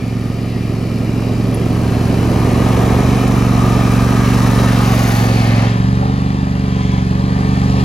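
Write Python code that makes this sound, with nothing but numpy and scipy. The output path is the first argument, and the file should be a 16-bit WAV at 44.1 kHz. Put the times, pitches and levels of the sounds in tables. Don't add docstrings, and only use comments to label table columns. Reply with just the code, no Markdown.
import sys
import numpy as np
from scipy import signal
from scipy.fft import rfft, irfft, next_fast_len
from scipy.io import wavfile
from scipy.ndimage import uniform_filter1d, minimum_filter1d, map_coordinates

SR = 44100
rng = np.random.default_rng(int(sys.argv[2]) if len(sys.argv) > 2 else 0)


def unload_wav(signal):
    wavfile.write(
        sys.argv[1],
        SR,
        np.round(np.clip(np.atleast_2d(signal).T, -1, 1) * 32767).astype(np.int16),
    )


N = 345744
TIME_S = np.arange(N) / SR
REFERENCE_M = 3


def amp(db):
    return 10 ** (np.asarray(db) / 20)


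def unit(x):
    return x / np.sqrt(np.mean(x ** 2) + 1e-20)


def along(points, hz):
    freqs, values = np.transpose(points)
    return np.interp(np.log(hz + 1), np.log(freqs + 1), values)


def curves(rows):
    times, *columns = np.transpose(rows)
    return [np.interp(TIME_S, times, column) for column in columns]


def swell(start_s, attack_s, hold_s, release_s):
    return np.interp(TIME_S, start_s + np.cumsum([0, attack_s, hold_s, release_s]), [0, 1, 1, 0])


def wobble(rate):
    return map_coordinates(rng.standard_normal(int(N * rate / SR) + 4), [np.arange(N) * rate / SR])


def filtered(x, response):
    size = next_fast_len(N + SR // 4, True)
    return irfft(rfft(x, size) * response(np.fft.rfftfreq(size, 1 / SR)), size)[..., :N]


def coloured(x, spectrum):
    return unit(filtered(x, lambda hz: amp(along(spectrum, hz))))


def ringing(x, spectrum, size=16384):
    hz = np.fft.rfftfreq(size, 1 / SR)
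    muffling = 1 + (hz / 2500) ** 2
    cepstrum = irfft(np.log(amp(along(spectrum, hz)) / muffling))
    cepstrum[1:size // 2] *= 2
    cepstrum[size // 2 + 1:] = 0
    impulse = irfft(np.exp(rfft(cepstrum)))
    return unit(signal.fftconvolve(x, impulse)[:N])


def resonances(x, modes):
    def response(hz):
        return sum(amp(db) * 1j * hz * width / (pitch ** 2 - hz ** 2 + 1j * hz * width)
                   for pitch, width, db in modes)
    return unit(filtered(x, response))


def strokes(cycle, place, scatter_db, jitter_s):
    count = int(cycle[-1]) + 1
    size, shift = rng.standard_normal((count, 2)).T
    on_beat = np.interp(np.arange(count) + place, cycle, np.arange(N), right=2 * N)
    samples = np.abs(np.round(on_beat + jitter_s * SR * shift)).astype(int)
    return np.bincount(samples, amp(scatter_db * size), N)[:N]


def gate(cycle, place, width):
    return np.exp((np.cos(2 * np.pi * (cycle - place)) - 1) / (2 * np.pi * width) ** 2)


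def tones(shaft, orders, waver_db):
    return unit(sum(amp(db + waver_db * wobble(9)) * np.sin(2 * np.pi * k * shaft) for k, db in orders))


def air():
    # freq_hz, correlation
    likeness = [(100, 0.93), (300, 0.92), (700, 0.93), (1500, 0.7), (3000, 0.79), (7000, 0.68),
                (12000, 0.52)]

    def spread(hz):
        angle = np.arccos(np.clip(along(likeness, hz), -1, 1)) / 2
        return np.array([np.cos(angle), np.sin(angle)])
    mid, side = filtered(rng.standard_normal((2, N)), spread)
    return np.array([mid + side, mid - side])


def patchy(x, depth_db):
    bands = signal.stft(x, nperseg=2048)[2]
    patches = uniform_filter1d(rng.standard_normal(bands.shape[1:]), size=4, axis=0)
    patches = unit(uniform_filter1d(patches, size=12, axis=1))
    return unit(signal.istft(bands * amp(depth_db * patches), nperseg=2048)[1][:, :N])


def dispersed(x, slow_s=.0028, early_s=.0017, corner_hz=200):
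    return filtered(x, lambda hz: np.exp(-2j * np.pi * hz * (slow_s * hz / (hz + corner_hz) - early_s)))


def exhaust(cycle, throb_db, bark_db):
    # freq_hz, level_db
    throb_front = [(23, -86.5), (45, -2), (70, -2), (95, 5), (116, 6.5), (142, 1), (165, -1), (188, 1.9),
                   (212, -0.5), (235, 1), (275, -2), (330, -22), (1000, -76)]
    throb_rear = [(23, -51), (45, -4), (70, 3), (95, -7.5), (118, 8), (142, -0.5), (165, 9.5), (188, 4.5),
                  (225, -7), (275, 0.5), (330, -26.5), (1000, -58)]
    # freq_hz, level_db
    bark_front = [(200, -40.5), (290, -10), (350, -3), (410, 9), (470, -1.5), (540, -12), (800, -18.5),
                  (2500, -56)]
    bark_rear = [(200, -21.5), (280, 0), (340, -17), (425, 11.5), (490, -19.5), (570, 2), (660, -16),
                 (790, -5.5), (2500, -58)]
    weak, strong = .46, .83
    puffs = amp(-3) * strokes(cycle, weak, scatter_db=.8, jitter_s=.00007)
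    puffs += strokes(cycle, strong, scatter_db=.9, jitter_s=.00007)
    edges = amp(-2.5) * strokes(cycle, weak, scatter_db=2, jitter_s=.00012)
    edges += strokes(cycle, strong, scatter_db=1.6, jitter_s=.0001)
    front = amp(throb_db - .37) * ringing(puffs, throb_front)
    front += amp(bark_db - 2.5) * ringing(edges, bark_front)
    rear = amp(throb_db + 2.75) * ringing(puffs, throb_rear)
    rear += amp(bark_db) * ringing(edges, bark_rear)
    return dispersed(front), dispersed(rear)


def deep_notes(pipe):
    # time_s, lower_note_db, upper_note_db
    rides = [(0, -20, 1), (2.1, -6, 1), (3.0, 0, 0), (4.3, -1.5, 0), (5.0, -3.5, 0.5), (5.65, -3, 4),
             (6.05, -1, 0), (6.45, -0.5, -4), (7.0, -0.5, 0), (7.4, -3, -3), (7.84, 0, -.5)]
    notes_hz, width_hz = (70, 115), 16
    bands = [filtered(pipe, lambda hz: np.exp(-((hz - note) / width_hz) ** 4)) for note in notes_hz]
    return pipe + sum((amp(db) - 1) * band for db, band in zip(curves(rides), bands))


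def blades(speed, spin, thrum_db):
    # time_s, gain_db
    fader = [(0, -24.5), (1, -18.5), (1.8, -14.5), (2.5, -13.5), (2.9, -32), (3.1, -24), (3.5, -22),
             (3.9, -63)]
    # freq_hz, level_db
    churn_colour = [(50, -1), (120, 4.5), (250, 13), (380, 9.5), (520, 3), (700, 0.5), (1500, -69)]
    passes_per_cycle, overtones_db = 3.45, [-4.5, -6.5, -8.5, -9, -14.5]
    passes = np.cumsum(passes_per_cycle * speed * spin) / SR + .04 * wobble(14)
    hum = unit(sum(amp(db) * np.sin(2 * np.pi * k * passes) for k, db in enumerate(overtones_db, 2)))
    thrum = amp(thrum_db) * spin ** 6 * unit(np.sin(2 * np.pi * passes))
    singing = amp(-43) * spin * resonances(rng.standard_normal(N), [(1236, 60, 0), (2370, 70, 1)])
    churn = coloured(rng.standard_normal(N), churn_colour)
    return singing + thrum + amp(curves(fader)[0]) * (amp(-8) * hum + amp(-7.5) * churn)


def rush(cycle, level_db):
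    # freq_hz, level_db
    colour = [(25, -33), (60, 7), (120, -5), (250, 2.5), (380, 2.5), (500, -.5), (610, -2), (740, .5),
              (880, -6), (1100, -6), (2000, -86)]
    surge = 1 + .6 * gate(cycle, .48, width=.04) + .8 * gate(cycle, .87, width=.04)
    return amp(level_db + 4.5 + .6 * wobble(6.5)) * coloured(air() * surge, colour)


def rattling(cycle, regular, grain_count=1900):
    valves = .2 * gate(cycle, .24, width=.1)
    puff = .35 * gate(cycle, .86, width=.025) * amp(3 * wobble(23))
    loose = air()
    pattern = rng.standard_normal(grain_count)
    repeating = unit(map_coordinates(pattern, [cycle % 1 * grain_count], mode="grid-wrap"))
    return patchy((loose + regular * repeating) * (1 + valves + puff), depth_db=1.9)


def clatter(cycle, level_db):
    # freq_hz, level_db
    lawn_colour = [(360, -10), (600, -10.5), (750, -4.5), (880, -13.5), (1200, -4), (1350, -8), (1520, -15),
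                   (1800, -8), (2100, -11), (2400, -11.5), (2900, -9.5), (3400, -18.5), (4250, -15.5),
                   (5000, -15.5), (6500, -27), (11000, -120)]
    front_colour = [(470, -19), (800, -6.5), (880, -2), (1020, -3), (1130, 0.5), (1230, 5.5), (1360, -5),
                    (1550, -4.5), (1820, -5), (2100, -8.5), (2360, -7), (3040, -10.5), (3400, -15.5),
                    (4100, -13), (4500, -26), (5000, -16.5), (6500, -18), (11000, -120)]
    flank_colour = [(360, -15), (540, -5.5), (640, -3), (820, -5.5), (900, -6), (1220, -5), (1400, -9.5),
                    (1540, -12), (1750, -8.5), (2300, -9), (3530, -16.5), (4250, -16), (5000, -20),
                    (6500, -25), (11000, -120)]
    rear_colour = [(470, -18), (780, -0.5), (900, -2), (1050, -3), (1190, 1), (1300, -2.5), (1420, -4.5),
                   (1750, -2), (2150, -9.5), (2450, -7.5), (3280, -11.5), (4420, -12.5), (5000, -14.5),
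                   (6500, -60), (11000, -120)]
    # pitch_hz, width_hz, level_db
    shroud_modes = [(1245, 70, 4.5), (1790, 110, -8), (2350, 60, -5.5)]
    frame_modes = [(427, 46, 0), (780, 60, 3), (1016, 40, 2), (1200, 60, 1)]
    # cycle_multiple, level_db
    gear_notes = [(34, 4), (46, 4), (76, 2), (98, -4), (140, -2)]
    belt_notes = [(24, -1), (33, 4), (36, 3.5), (54, 0), (63, -2), (78, -5), (91, -23), (101, -9)]
    panel_notes = [(18, 0), (24, -5), (32, -7), (33, -11), (40, -11), (44, -13)]
    taps = strokes(cycle, .45, scatter_db=3, jitter_s=.0007)
    taps += strokes(cycle, .89, scatter_db=4, jitter_s=.0011)
    shaking = unit(taps) + rng.standard_normal(N)
    shaft = cycle + .0019 * wobble(12)
    whine = tones(shaft, gear_notes, waver_db=4)
    drone = amp(1.8) * tones(shaft, panel_notes, waver_db=2)
    rattle = rattling(cycle, regular=.31)
    far = amp(2.5) * coloured(rattle, lawn_colour)
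    front = coloured(rattle, front_colour)
    front += amp(-10.5) * resonances(shaking, shroud_modes) + amp(-18) * whine
    belts = tones(cycle + .0047 * wobble(30), belt_notes, waver_db=5.5)
    flank = amp(3.5) * coloured(rattle, flank_colour) + amp(-1.5) * belts
    rear = amp(6.5) * coloured(rattling(cycle, regular=.5), rear_colour)
    rear += amp(-2) * resonances(shaking, frame_modes) + amp(-5) * whine + drone
    return [amp(level_db) * view for view in (far, front, flank, rear)]


def hiss(cycle, level_db):
    # freq_hz, level_db
    front_colour = [(2500, -29), (4200, 4.5), (5200, 1.5), (6700, 3.5), (7800, 1), (9300, -2.5),
                    (10900, 4.3), (12200, -2), (13500, -6.5), (16000, -8)]
    # freq_hz, level_db
    rear_colour = [(2500, -39), (4300, -3), (5400, 4), (6600, 1.5), (8000, -4.5), (11000, -4.5),
                   (13000, -13), (16000, -19)]
    ticks = sum(gate(cycle, place, width=.028) * amp(1.8 * wobble(23)) for place in (.455, .84))
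    ticking = 1 + .5 * ticks + .097 * gate(cycle, .14, width=.039)

    def fizz(colour):
        return coloured(patchy(air() * ticking * amp(.8 * wobble(400)), depth_db=1.3), colour)
    return amp(level_db + .3) * fizz(front_colour), amp(level_db - 1.5) * fizz(rear_colour)


def high_ticks(t60_s=.07):
    # start_s, relative_level_db
    ticks = [(1.544, -26), (3.6985, -34), (4.9452, -25), (5.0894, -26)]
    colour = [(5000, -30), (9500, -14), (10900, 11), (12300, -12), (16000, -26)]  # freq_hz, level_db
    envelope = np.zeros(N)
    for start_s, level_db in ticks:
        age_s = TIME_S - start_s
        envelope += (age_s > 0) * amp(level_db - 4 - 60 * np.abs(age_s) / t60_s)
    return envelope * coloured(rng.standard_normal(N), colour)


def tyres(grains_per_s=440):
    # freq_hz, level_db
    colour = [(2500, -25), (3800, -10), (4250, 6), (4800, -3), (6500, 10), (8500, -12), (11000, 6),
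              (16000, -5)]
    grains = (rng.random(N) < grains_per_s / SR) * rng.standard_normal(N)
    crunch = coloured(unit(grains) + unit(air()), colour)
    return amp(-33) * swell(start_s=4.74, attack_s=.22, hold_s=.21, release_s=.16) * crunch


def jolts(rise_s=.035, t60_s=.93):
    # start_s, level_db
    knocks = [(5.19, -23), (5.99, -22.5), (6.31, -35), (7.19, -33)]
    # pitch_hz, width_hz, level_db
    chassis_modes = [(355, 39, 1.5), (450, 36, 7), (564, 60, -2), (770, 97, 2.5), (1150, 200, -6)]
    shudder = np.zeros(N)
    for start_s, level_db in knocks:
        age_s = TIME_S - start_s
        decay_db = 60 * np.maximum(age_s - rise_s, 0) / t60_s
        shudder += np.clip(age_s / rise_s, 0, 1) * amp(level_db - decay_db)
    dull_noise = coloured(rng.standard_normal(N), [(1300, 0), (4000, -40)])
    return shudder * resonances(dull_noise, chassis_modes)


def transmission(cycle):
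    # cycle_multiple, width_hz, level_db
    gear_notes = [(43, 18, 4.5), (74, 40, -4), (89.2, 60, -8), (97.7, 60, -2), (136, 70, -5), (144, 62, -7)]
    # freq_hz, level_db
    whirr_colour = [(1300, -30), (2000, 1), (3300, -4), (3800, -7), (4400, -4), (5400, -12), (6400, -6),
                    (9000, -30)]
    load = swell(start_s=6.6, attack_s=.19, hold_s=.2, release_s=.078)
    song = sum(amp(db) * (wobble(width) + 1j * wobble(width)) * np.exp(2j * np.pi * k * cycle)
               for k, width, db in gear_notes)
    return load * (amp(-34) * unit(song.real) + amp(-38.5) * coloured(air(), whirr_colour))


def placed(x, pan, lead):
    sides = np.array([[.5], [-.5]])
    return filtered(x, lambda hz: amp(sides * along(pan, hz)) * np.exp(1j * sides * along(lead, hz)))


def stereo_pass(coming, going, beside, lag_s=.000297):
    # freq_hz, left_over_right_db
    pan_front = [(100, -0.9), (200, -2), (480, -4.5), (780, -1), (1030, 2.5), (1280, 0.5), (1650, 3.5),
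                 (2700, 0), (4700, 4), (6500, 0)]
    pan_rear = [(100, -1), (450, -1), (1000, 2.5), (1380, -2.5), (1800, 5), (3400, -1), (4900, 6),
                (6500, 0.5)]
    # freq_hz, left_lead_rad
    lead_front = [(100, -0.13), (300, -0.21), (600, 0.58), (950, 0.95), (1150, 0.52), (1450, 1.07),
                  (2000, -0.76), (3200, 0.95), (5500, 0.18), (7000, -1.1)]
    lead_flank = [(100, 0), (300, 0.26), (550, 0.83), (1000, 1.46), (1600, 1.9), (2400, 1.44), (3200, 0.99),
                  (4200, 0.64), (7000, 1.3)]
    lead_rear = [(100, 0.02), (400, -0.25), (700, 0.51), (1200, 0.023), (2000, 0.83), (3200, 0.25),
                 (5000, -0.93)]
    front = placed(coming, pan_front, lead_front)
    flank = placed(coming, pan_front, lead_flank)
    left, right = placed(going, pan_rear, lead_rear)
    n, shift = np.arange(N), lag_s * SR / 2
    rear = np.array([np.interp(n + shift, n, left), np.interp(n - shift, n, right)])
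    return (1 - beside) * front + beside * flank + rear


def scene():
    # time_s, cycle_rate_hz
    engine_speed = [(0.0, 22.833), (0.26, 22.861), (0.78, 22.65), (1.57, 22.937), (2.07, 22.697),
                    (2.33, 23.188), (2.75, 23.021), (3.1, 24.209), (3.57, 23.305), (3.87, 23.299),
                    (4.1, 23.656), (4.86, 23.123), (5.58, 22.385), (6.12, 24.201), (6.61, 23.803),
                    (7.05, 22.981), (7.31, 23.833), (7.84, 23.847)]
    # time_s, distance_m, side (0 front, 1 flank, 2 rear), lawn_share (0-1)
    path = [(0, 9.8, 0.12, 0.82), (.6, 9, 0.016, 1), (1.5, 6.9, 0.026, 0.59), (1.9, 4.74, 0.3, 0.51),
            (2.8, 3.27, 0.076, 0), (3.5, 3.4, 0, 0.041), (4.55, 2.09, 0, 0.018), (5.2, 1.76, .98, 0),
            (5.64, 2.14, 1.09, 0.01), (5.8, 3.08, 2, 0.18), (6.5, 4.3, 1.97, 0.021),
            (7.05, 3.96, 1.98, 0.07), (7.84, 2.23, 2.34, 0)]
    # ahead_db, loss_per_doubling_db, flank_db, rear_db, lawn_db
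    throb_carry = (-10.5, 3, -3, -4.5, -2.5)
    bark_carry = (-27.5, 2, -7, -10.5, -8.5)
    thrum_carry = (-24, 9.5, 6, 0, 7.5)
    rush_carry = (-28.5, 6, -5, -3.5, -8)
    clatter_carry = (-25, 5.5, -5, -11, -4.5)
    hiss_carry = (-36.5, 7, -4, -4, 0.2)
    clutch_s, spin_loss_per_s = 2.93, .4
    blade_rush_db, blade_hiss_db = 7, 1.55

    speed, = curves(engine_speed)
    cycle = np.cumsum(speed) / SR
    spin = np.clip(1 - spin_loss_per_s * (TIME_S - clutch_s), 0, 1)
    distance, side, lawn = curves(path)
    turned, behind, lawn = np.clip([side, side - 1, lawn], 0, 1)
    beside = turned * np.clip(REFERENCE_M - distance, 0, 1)
    away = behind ** 3
    shaded = np.interp(TIME_S, [5.25, 5.7], [0, 1])

    def level(carry):
        ahead_db, doubling_db, flank_db, rear_db, lawn_db = carry
        facing_db = np.interp(side, [0, 1, 2], [0, flank_db, rear_db])
        return ahead_db - doubling_db * np.log2(distance / REFERENCE_M) + facing_db + lawn * lawn_db

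    pipe_front, pipe_rear = exhaust(cycle, level(throb_carry), level(bark_carry))
    pipe = deep_notes((1 - away) * pipe_front + away * pipe_rear)
    rattle_far, rattle_front, rattle_flank, rattle_rear = clatter(cycle, level(clatter_carry))
    hiss_front, hiss_rear = hiss(cycle, level(hiss_carry) + blade_hiss_db * spin ** 6)
    deck = blades(speed, spin, level(thrum_carry))
    airflow = rush(cycle, level(rush_carry) + blade_rush_db * spin ** 2)
    body = pipe + deck + airflow + high_ticks() + transmission(cycle) + jolts()
    rattle_near = (1 - turned) * rattle_front + turned * rattle_flank
    rattle = lawn * rattle_far + (1 - lawn) * rattle_near
    coming = (1 - behind) * body + np.sqrt(1 - behind) * rattle + np.sqrt(1 - shaded) * hiss_front
    going = behind * body + np.sqrt(behind) * rattle_rear + np.sqrt(shaded) * hiss_rear
    return stereo_pass(coming + tyres(), going, beside)


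def record(dry, ceiling=.87, top_hz=15900):
    needed = np.minimum(1, ceiling / (np.abs(dry).max(axis=0) + 1e-9))
    gain = uniform_filter1d(minimum_filter1d(needed, size=441), size=441)
    return filtered(dry * gain, lambda hz: hz < top_hz)


dry = scene()
out = record(dry)
unload_wav(out)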